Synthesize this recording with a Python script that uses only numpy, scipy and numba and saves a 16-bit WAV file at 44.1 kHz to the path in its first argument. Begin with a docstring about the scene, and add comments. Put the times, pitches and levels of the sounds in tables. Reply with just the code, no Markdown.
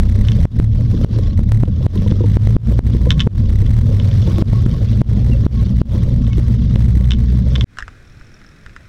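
"""Quad bike ride, then an idle

A camera in a sealed case is clamped to a quad bike on a rutted track: wavering engine orders, coloured-noise
rumble, exhaust puffs and clatter shake it, struck modes make clacks and thuds, a swept sine squeaks.
Slow pushes from jolts overload a stepped gain control that then ducks. A cut fades in a second camera,
held further from the engine: a soft noise idle, valve ticks and a few ringing knocks.
"""
import sys
import numpy as np
from scipy import signal
from scipy.fft import rfft, irfft
from scipy.io import wavfile
from scipy.ndimage import uniform_filter1d
from numba import njit

SR = 44100
rng = np.random.default_rng(int(sys.argv[2]) if len(sys.argv) > 2 else 0)


def transcribe(signal):
    """Save signal, clipped to [-1, 1], as a 16-bit WAV file at the path in sys.argv[1]."""
    frames = np.atleast_2d(signal).T
    limited = np.clip(frames, -1, 1)
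    pcm = np.round(limited * 32767).astype(np.int16)
    wavfile.write(sys.argv[1], SR, pcm)


def volts_from_decibels(level):
    """Turn decibel levels (scalar or array-like) into linear amplitude factors."""
    exponent = np.asarray(level, float) / 20
    return 10 ** exponent


N = 391608
T = np.arange(N) / SR
CUT_S = 7.645

# All levels are set ahead of the gain control; noise colours are relative, the layer levels set the loudness.
# Idle colour at the second camera: f/Hz, density/dB per Hz
IDLE_COLOUR = [(8.8, -29), (15, -0.5), (60, -6.5), (105, -3.5), (170, -13), (234, -15.5), (742, -30.5),
               (909, -35.5), (1490, -23), (2290, -29), (2500, -27.5), (2810, -37.5), (3800, -34.5),
               (4700, -40.5), (5450, -37.5), (5950, -40.5), (15000, -55.5)]
# Valve ticks against the idle: t/s, level/dB
VALVE_LEVEL = [(7.9, -36), (8.1, -21), (8.5, -19.5), (8.65, -29)]
# Knocks on the second camera's grip: t/s, peak level/dB, low thump level/dB
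GRIP_KNOCKS = [(7.7714, -25, -40), (7.786, -13.5, -27), (7.7955, -23.5, -30), (7.8048, -23, -44),
               (7.8241, -17, -21.5), (7.88, -21.5, -38), (8.0331, -50, -36), (8.2113, -31.5, -29),
               (8.4153, -36, -45.5), (8.4464, -36, -42), (8.6627, -24.5, -26), (8.6948, -37, -30),
               (8.7634, -23, -31)]
# Ringing modes of the grip: f/Hz, level/dB, t60/s
GRIP_MODES = [(1436, -3.5, 0.0094), (1715, -2, 0.0081), (2040, -6, 0.0068), (2670, -14.5, 0.0057),
              (3740, -21.5, 0.0082), (5030, -20, 0.0068), (7340, -11, 0.0012)]
# A sudden step in the wave: t/s, height/full scale
WAVE_STEP = (1.5201, .45)
# Rubber squeaks: start t/s, end t/s, start f/Hz, end f/Hz, level/dB
SQUEAKS = [(5.311, 5.35, 2870, 2630, -35.5), (6.302, 6.353, 2250, 2150, -41)]
# Dull knocks of the rack on the frame: t/s, peak level/dB
RACK_THUDS = [(0.939, -17.5), (1.676, -19), (1.798, -35), (2.062, -16), (2.104, -25), (2.114, -14.5),
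              (2.205, -10.5), (2.239, -14), (2.946, -18), (3.068, -12.5), (3.266, -9), (3.621, -17),
              (5.294, -19), (6.119, -24), (6.764, -21.5)]
# Ringing modes of the rack: f/Hz, level/dB, t60/s
RACK_MODES = [(273, -3.5, 0.054), (326.5, -1, 0.079), (476, -1.5, 0.047), (990, -16, 0.033),
              (1510, -30, .015)]
# The camera strikes its case and bounces: t/s, peak level/dB
CASE_CLACKS = [(.2848, -11), (.3186, -15.5), (1.3912, -26), (1.6538, -29), (1.9756, -27), (2.077, -25),
               (2.112, -23.5), (3.1054, 0), (3.1167, -7), (3.1245, -20), (3.195, -9.5), (3.2034, -2.5),
               (3.2085, -6), (3.2137, -19), (3.2184, -15), (3.497, -32), (3.6651, -23), (3.9988, -18.5),
               (4.1132, -23.5), (4.2245, -25.5), (4.2698, -30), (4.3154, -29.5), (4.359, -25),
               (6.2669, -27.5), (6.3314, -23.5), (6.7564, -20.5), (7.0434, -29), (7.1072, -8.5),
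               (7.118, -7.5), (7.1347, -19), (7.1462, -31), (7.5546, -10.5), (7.5595, -10.5), (7.6097, -8),
               (7.6176, -30)]
# Ringing modes of the case: f/Hz, level/dB, t60/s
CASE_MODES = [(1080, -21.5, 0.04), (1440, -17.5, 0.017), (1750, -12, 0.013), (2150, -18, 0.027),
              (2610, -13, 0.018), (3037, -5.5, 0.015), (3517, -1.5, 0.012), (3990, -10.5, 0.0051),
              (5420, -0.5, 0.0022), (7580, -13.5, 0.0015)]
# Course of the ride: t/s, engine shake f/Hz, shake level/dB, engine load level/dB
RIDE = [(0.0, 28.83, -12, 0.5), (0.2, 33.83, -14, 0), (0.45, 39.26, -16, 3), (0.64, 36.4, -15.5, -7.5),
        (1.0, 40.07, -16, 2.5), (1.27, 42.3, -17, 2.5), (1.4, 34.67, -15, -8.5), (1.62, 36.6, -14, -11),
        (1.85, 47, -19.5, 1.5), (2.08, 47.5, -17, 1.5), (2.47, 54.16, -12.5, -0.5),
        (2.72, 60.06, -13.5, -1.5), (3.25, 59.18, -17, -1), (3.45, 30, -15.5, -2),
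        (3.74, 36.3, -12.5, -0.5), (4.0, 51.2, -13.5, 2.5), (4.23, 42.7, -14.5, 5.5),
        (4.38, 46.56, -16.5, 5.5), (4.6, 58.88, -17.5, 1.5), (5.11, 57.66, -16, 0.5),
        (5.47, 60.47, -15, 0.5), (5.79, 59.11, -14.5, -2), (6.0, 64.47, -15.5, 2.5),
        (6.19, 59.1, -13.5, -2), (6.51, 61.2, -14.5, 0), (6.77, 59.3, -12.5, -2),
        (7.11, 60.76, -11.5, -5.5), (7.49, 62.23, -13, 0.5), (7.64, 62.8, -13.5, 1.5)]
# Frame rumble colour: f/Hz, density/dB per Hz
RUMBLE_COLOUR = [(8.8, -36), (15, -13.5), (32, -7.5), (54, -5.5), (113, -0.5), (149, -10.5), (225, -10.5),
                 (271, -23.5), (382, -36.5), (431, -33), (900, -56.5), (1170, -70), (1980, -120)]
# Exhaust colour: f/Hz, density/dB per Hz
EXHAUST_COLOUR = [(200, -29), (290, 0), (360, 0), (470, -3.5), (560, -2.5), (700, -24), (1000, -17.5),
                  (1600, -43)]
# Clatter colour as it gets through the case: f/Hz, density/dB per Hz
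CLATTER_COLOUR = [(400, -37.5), (800, -32.5), (1100, 2.5), (1300, 0.5), (2100, 0.5), (2550, -3.5),
                  (3400, 4), (4300, -1), (5600, -2), (7500, -17), (10000, -34.5), (16000, -28)]
# A panel that sings in the clatter: f/Hz, width/Hz, level/dB against the clatter
PANEL_BUZZ = (1098, 55, -11)
# Engine orders, the 1st, 2nd and 3rd multiple of the shake: level/dB
ORDER_LEVELS = [-1.5, -1.47, -2.5]
# Resonances of the clamp, which it passes best: f/Hz, level/dB
CLAMP_RESPONSE = [(25, 0.5), (35, -1), (47, -7.5), (60, 1.5), (75, -2.5), (88, -1), (107, 5), (116, 1),
                  (125, -8), (150, -17), (183, -11), (200, -16.5)]
# Wheels slam into ruts: t/s, direction (sign), time held at full push/ms
JOLTS = [(0.4539, -1, 1.22), (0.6, 1, 0.18), (1.047, 1, 0.9), (1.393, 1, 0.059), (1.6352, -1, 0.51),
         (1.8653, -1, .86), (2.123, 1, 0.055), (2.3699, -1, 0.73), (2.473, -1, 0.12), (2.566, -1, 1.35),
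         (2.792, 1, .79), (3.2734, 1, 1.19), (4.4236, 1, 0.97), (4.533, -1, 0.1), (4.6643, -1, 0.17),
         (5.017, 1, 1), (5.4656, 1, 1.05), (5.8166, 1, 1.26), (6.7599, -1, .18)]

CLATTER_DB, THROB_DB, RUMBLE_DB = -48, -39, -13.5
CLATTER_PER_LOAD, THROB_PER_LOAD, RUMBLE_PER_LOAD = 1, 1.2, 0.28  # dB for each dB of load
IDLE_DB, IDLE_FIRINGS_PER_S = -42, 41
FADE_IN_DB, FADE_IN_S = -36, 0.033  # starting level against the idle, time constant of the rise


def evened(x):
    """Scales a signal to an rms of 1."""
    return x / np.sqrt(np.mean(x ** 2) + 1e-20)


def columns(rows):
    """Draws each column of a table as a curve over every sample."""
    times, *rest = np.transpose(rows)
    return [np.interp(T, times, column) for column in rest]


def noise(colour, patchy_db, size):
    """Random short-time spectra of the given colour, with patches that drift over time and pitch."""
    hz = np.fft.rfftfreq(size, 1 / SR)
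    real, imag, patches = rng.standard_normal((4 * N // size + 5, len(hz), 3)).T
    patches = uniform_filter1d(patches, size=4, axis=0)
    patches = evened(uniform_filter1d(patches, size=4, axis=1))
    f, db = np.transpose(colour)
    colour_db = np.interp(np.log(hz + 1), np.log(f + 1), db)[:, None]
    spectra = (real + 1j * imag) * volts_from_decibels(colour_db + patchy_db * patches)
    return evened(signal.istft(spectra, nperseg=size, noverlap=3 * size // 4)[1][:N])


def wander(hz):
    """Slow chance of rms 1, up to about hz."""
    f = np.fft.rfftfreq(N, 1 / SR)
    spectrum = rfft(rng.standard_normal(N)) / (1 + (f / hz) ** 4)
    return evened(irfft(spectrum, N))


def puffs(turns, length):
    """A gate that opens at each whole turn, with its own strength, and dies within a share of the turn."""
    strength = volts_from_decibels(2.6 * rng.standard_normal(2000))[turns.astype(int)]
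    return strength * np.exp(-(turns % 1) / max(length, .01))


def struck(rows, modes, detune, rattle_db, rattle_t60, rise_s):
    """Every blow rings the same modes, neighbours in opposite phase, and rattles on in a hail of tiny blows."""
    out, t = np.zeros(N + 3000), np.arange(3000) / SR
    hz, db, t60 = np.transpose(modes)[:, :, None]
    sign = (-1.) ** np.arange(len(modes))[:, None]
    for start, peak_db, *_ in rows:
        luck = rng.standard_normal((2, len(modes), 1))  # mode levels and mode pitches
        hail = rng.standard_normal(len(t))
        decay = volts_from_decibels(db + 2.0 * luck[0] - 60 * t / t60)
        ring = (sign * decay * np.sin(2 * np.pi * hz * (1 + detune * luck[1]) * t)).sum(0)
        ring *= 1 - np.exp(-t / rise_s)  # the contact takes a moment
        hail *= volts_from_decibels(rattle_db - 60 * t / rattle_t60)
        ring += signal.fftconvolve(ring, hail)[:len(t)]
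        out[round(start * SR):][:len(t)] += volts_from_decibels(peak_db) * ring / abs(ring).max()
    return out[:N]


def idle():
    """Steady noise with a soft beat at the firing rate, and band-passed noise puffs for the valve ticks."""
    level_db = IDLE_DB + FADE_IN_DB * np.exp(-np.abs(T - CUT_S) / FADE_IN_S)
    turns = IDLE_FIRINGS_PER_S * T
    valve_db, = columns(VALVE_LEVEL)
    body = evened(2.5 + puffs(turns, length=.3)) * noise(IDLE_COLOUR, patchy_db=1.0, size=2048)
    ticks = puffs(turns, length=0.19) * rng.standard_normal(N)
    band = signal.butter(2, [5200, 5650], "band", fs=SR, output="sos")
    valve = evened(signal.sosfilt(band, ticks))
    return volts_from_decibels(level_db) * (body + volts_from_decibels(valve_db) * valve)


def grip_knocks():
    """Each knock rings the grip's modes and adds a decaying 44 Hz thump."""
    out = struck(GRIP_KNOCKS, GRIP_MODES, detune=0.065, rattle_db=-25.5, rattle_t60=0.048, rise_s=.0001)
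    for start, _, thump_db in GRIP_KNOCKS:
        t = np.maximum(T - start, 0)
        out += volts_from_decibels(thump_db - 60 * t / 0.096) * np.sin(2 * np.pi * 44.0 * t)
    return out


def wave_step():
    """A jump from below to above zero, with a swell of 1.5 ms before it and a decay of 1.5 ms after."""
    step_s, height = WAVE_STEP
    return height * np.sign(T - step_s) / 2 * np.exp(-np.abs(T - step_s) / .0015)


def squeaks():
    """Rubbing rubber squeaks as a gliding sine under a half-sine swell."""
    out = np.zeros(N)
    for start, end, hz_start, hz_end, db in SQUEAKS:
        u = np.clip((T - start) / (end - start), 0, 1)
        phase = 2 * np.pi * np.cumsum(hz_start + (hz_end - hz_start) * u) / SR
        out += volts_from_decibels(db) * np.sin(np.pi * u) * np.sin(phase)
    return out


def rack_thuds():
    """The rack hits the frame with a soft contact and rings its low modes."""
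    return struck(RACK_THUDS, RACK_MODES, detune=.06, rattle_db=-46.0, rattle_t60=0.026, rise_s=0.0025)


def case_clacks():
    """The camera hits its hard case: a quick contact and short bright modes."""
    return struck(CASE_CLACKS, CASE_MODES, detune=.015, rattle_db=-35, rattle_t60=0.075, rise_s=0.00025)


def rumble(load_db):
    """Low coloured noise of the frame that swells a little with the load."""
    level = volts_from_decibels(RUMBLE_DB + RUMBLE_PER_LOAD * load_db + 2.1 * wander(20))
    return level * noise(RUMBLE_COLOUR, patchy_db=2.5, size=4096)


def clatter(turns, load_db):
    """Bright noise puffs twice a turn, while a panel sings along as a narrow band of noise."""
    gate = evened(1.0 + puffs(2 * turns, length=0.23))
    hz, width, buzz_db = PANEL_BUZZ
    panel = [(hz - 2 * width, -40), (hz, 0), (hz + 2 * width, -40)]
    buzz = volts_from_decibels(buzz_db + 4.9 * wander(8.7)) * noise(panel, patchy_db=4.0, size=4096)
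    level = volts_from_decibels(CLATTER_DB + CLATTER_PER_LOAD * load_db + 2.1 * wander(53))
    return level * (gate * noise(CLATTER_COLOUR, patchy_db=3.0, size=512) + buzz)


def exhaust(turns, load_db):
    """Exhaust noise throbs with one puff a turn."""
    beat = evened(.4 + puffs(turns, length=.35))
    level = volts_from_decibels(THROB_DB + THROB_PER_LOAD * load_db + 3.9 * wander(11))
    return level * beat * noise(EXHAUST_COLOUR, patchy_db=5.0, size=1024)


def engine_orders(turns, hz, shake_db):
    """Multiples of the engine shake come through the clamp's resonances as wavering sines."""
    out = np.zeros(N)
    for k, order_db in enumerate(ORDER_LEVELS, 1):
        clamp_db = np.interp(k * hz, *np.transpose(CLAMP_RESPONSE))
        level = np.sqrt(2) * volts_from_decibels(shake_db + order_db + clamp_db + 2.5 * wander(18))
        out += level * np.sin(2 * np.pi * k * turns + k)
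    return out


def engine():
    """Orders and rumble squeeze the clamp's rubber; exhaust and clatter join, in step with the turns."""
    hz, shake_db, load_db = columns(RIDE)
    turns = np.cumsum(hz * (1 + .014 * wander(12))) / SR
    travel = 1.15  # full scale; the rubber stiffens at large swings
    shake = engine_orders(turns, hz, shake_db) + rumble(load_db)
    return travel * np.tanh(shake / travel) + exhaust(turns, load_db) + clatter(turns, load_db)


def jolted(shake):
    """Each jolt swings back, ramps up, holds and lets go; the shake is stilled, then the frame shudders harder."""
    pushes = np.zeros(N)
    for start, direction, held_ms in JOLTS:
        ms = (T - start) * 1000
        push = np.clip(1 + ms / 2.6, 0, 1) * np.exp(-np.maximum(ms - held_ms, 0) / 0.93)
        back = 0.31 * np.exp(-((ms + 4.5) / 1.7) ** 2)
        shudder = 1 + 0.7 * held_ms * (ms > 0) * np.exp(-np.abs(ms) / 45.0)  # longer holds shudder more
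        shake = shake * (1 - np.minimum(1.5 * push, 1)) * shudder
        pushes += np.sign(direction) * (1.35 * push - back)
    return np.clip(shake, -1.2, 1.2) + uniform_filter1d(pushes, size=15)  # the clamp's travel ends


def scene():
    """The clamped camera up to the cut, the second one after it."""
    second = idle() + grip_knocks()
    ride = jolted(engine() + case_clacks() + rack_thuds() + squeaks() + wave_step())
    fade_out = np.clip((CUT_S - T) / 0.0033, 0, 1)
    return (fade_out * ride + (T > CUT_S) * second)[None]


@njit
def stepped_gain(x, slow, knee, overload, down, up, dive, lag, tick, ticks_up):
    """Gain moves in steps on a clock: down a tick while loud, up every few ticks, a dive on lasting overload."""
    y, gain, loud, clock, quiet = np.zeros(len(x)), 1., False, 0., 0
    for n in range(len(x)):
        loud = loud or abs(y[max(n - lag, 0)]) > knee  # the detector hears late
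        if abs(slow[n]) > overload:
            gain *= dive
        clock += 1
        if clock >= tick:
            clock -= tick
            quiet = 0 if loud else quiet + 1
            if loud:
                gain *= down
            elif quiet % ticks_up == 0:
                gain = min(gain * up, 1.)
            loud = False
        y[n] = gain * x[n]
    return y


def roll_off(x):
    """The treble ends steeply here."""
    return signal.sosfilt(signal.butter(12, 16350, fs=SR, output="sos"), x)


def record(dry):
    """Stepped gain control on a 2 kHz clock, hard clipping, then a soft treble roll-off."""
    x = dry[0]
    tick, lag = SR / 2000, round(.0008 * SR)  # samples
    knee, overload = .54, 1.3  # full scale
    down, up = volts_from_decibels(-0.6954), volts_from_decibels(0.9)  # one step each
    dive = volts_from_decibels(-19.0 * 1000 / SR)  # per sample, 19 dB per ms
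    slow = uniform_filter1d(x, size=13)
    y = stepped_gain(x, slow, knee, overload, down, up, dive, lag, tick, ticks_up=7)
    y = signal.lfilter(*signal.butter(1, 13000., fs=SR), np.clip(y, -.99, .99))
    return roll_off(y[None])


dry = scene()
out = record(dry)
transcribe(out)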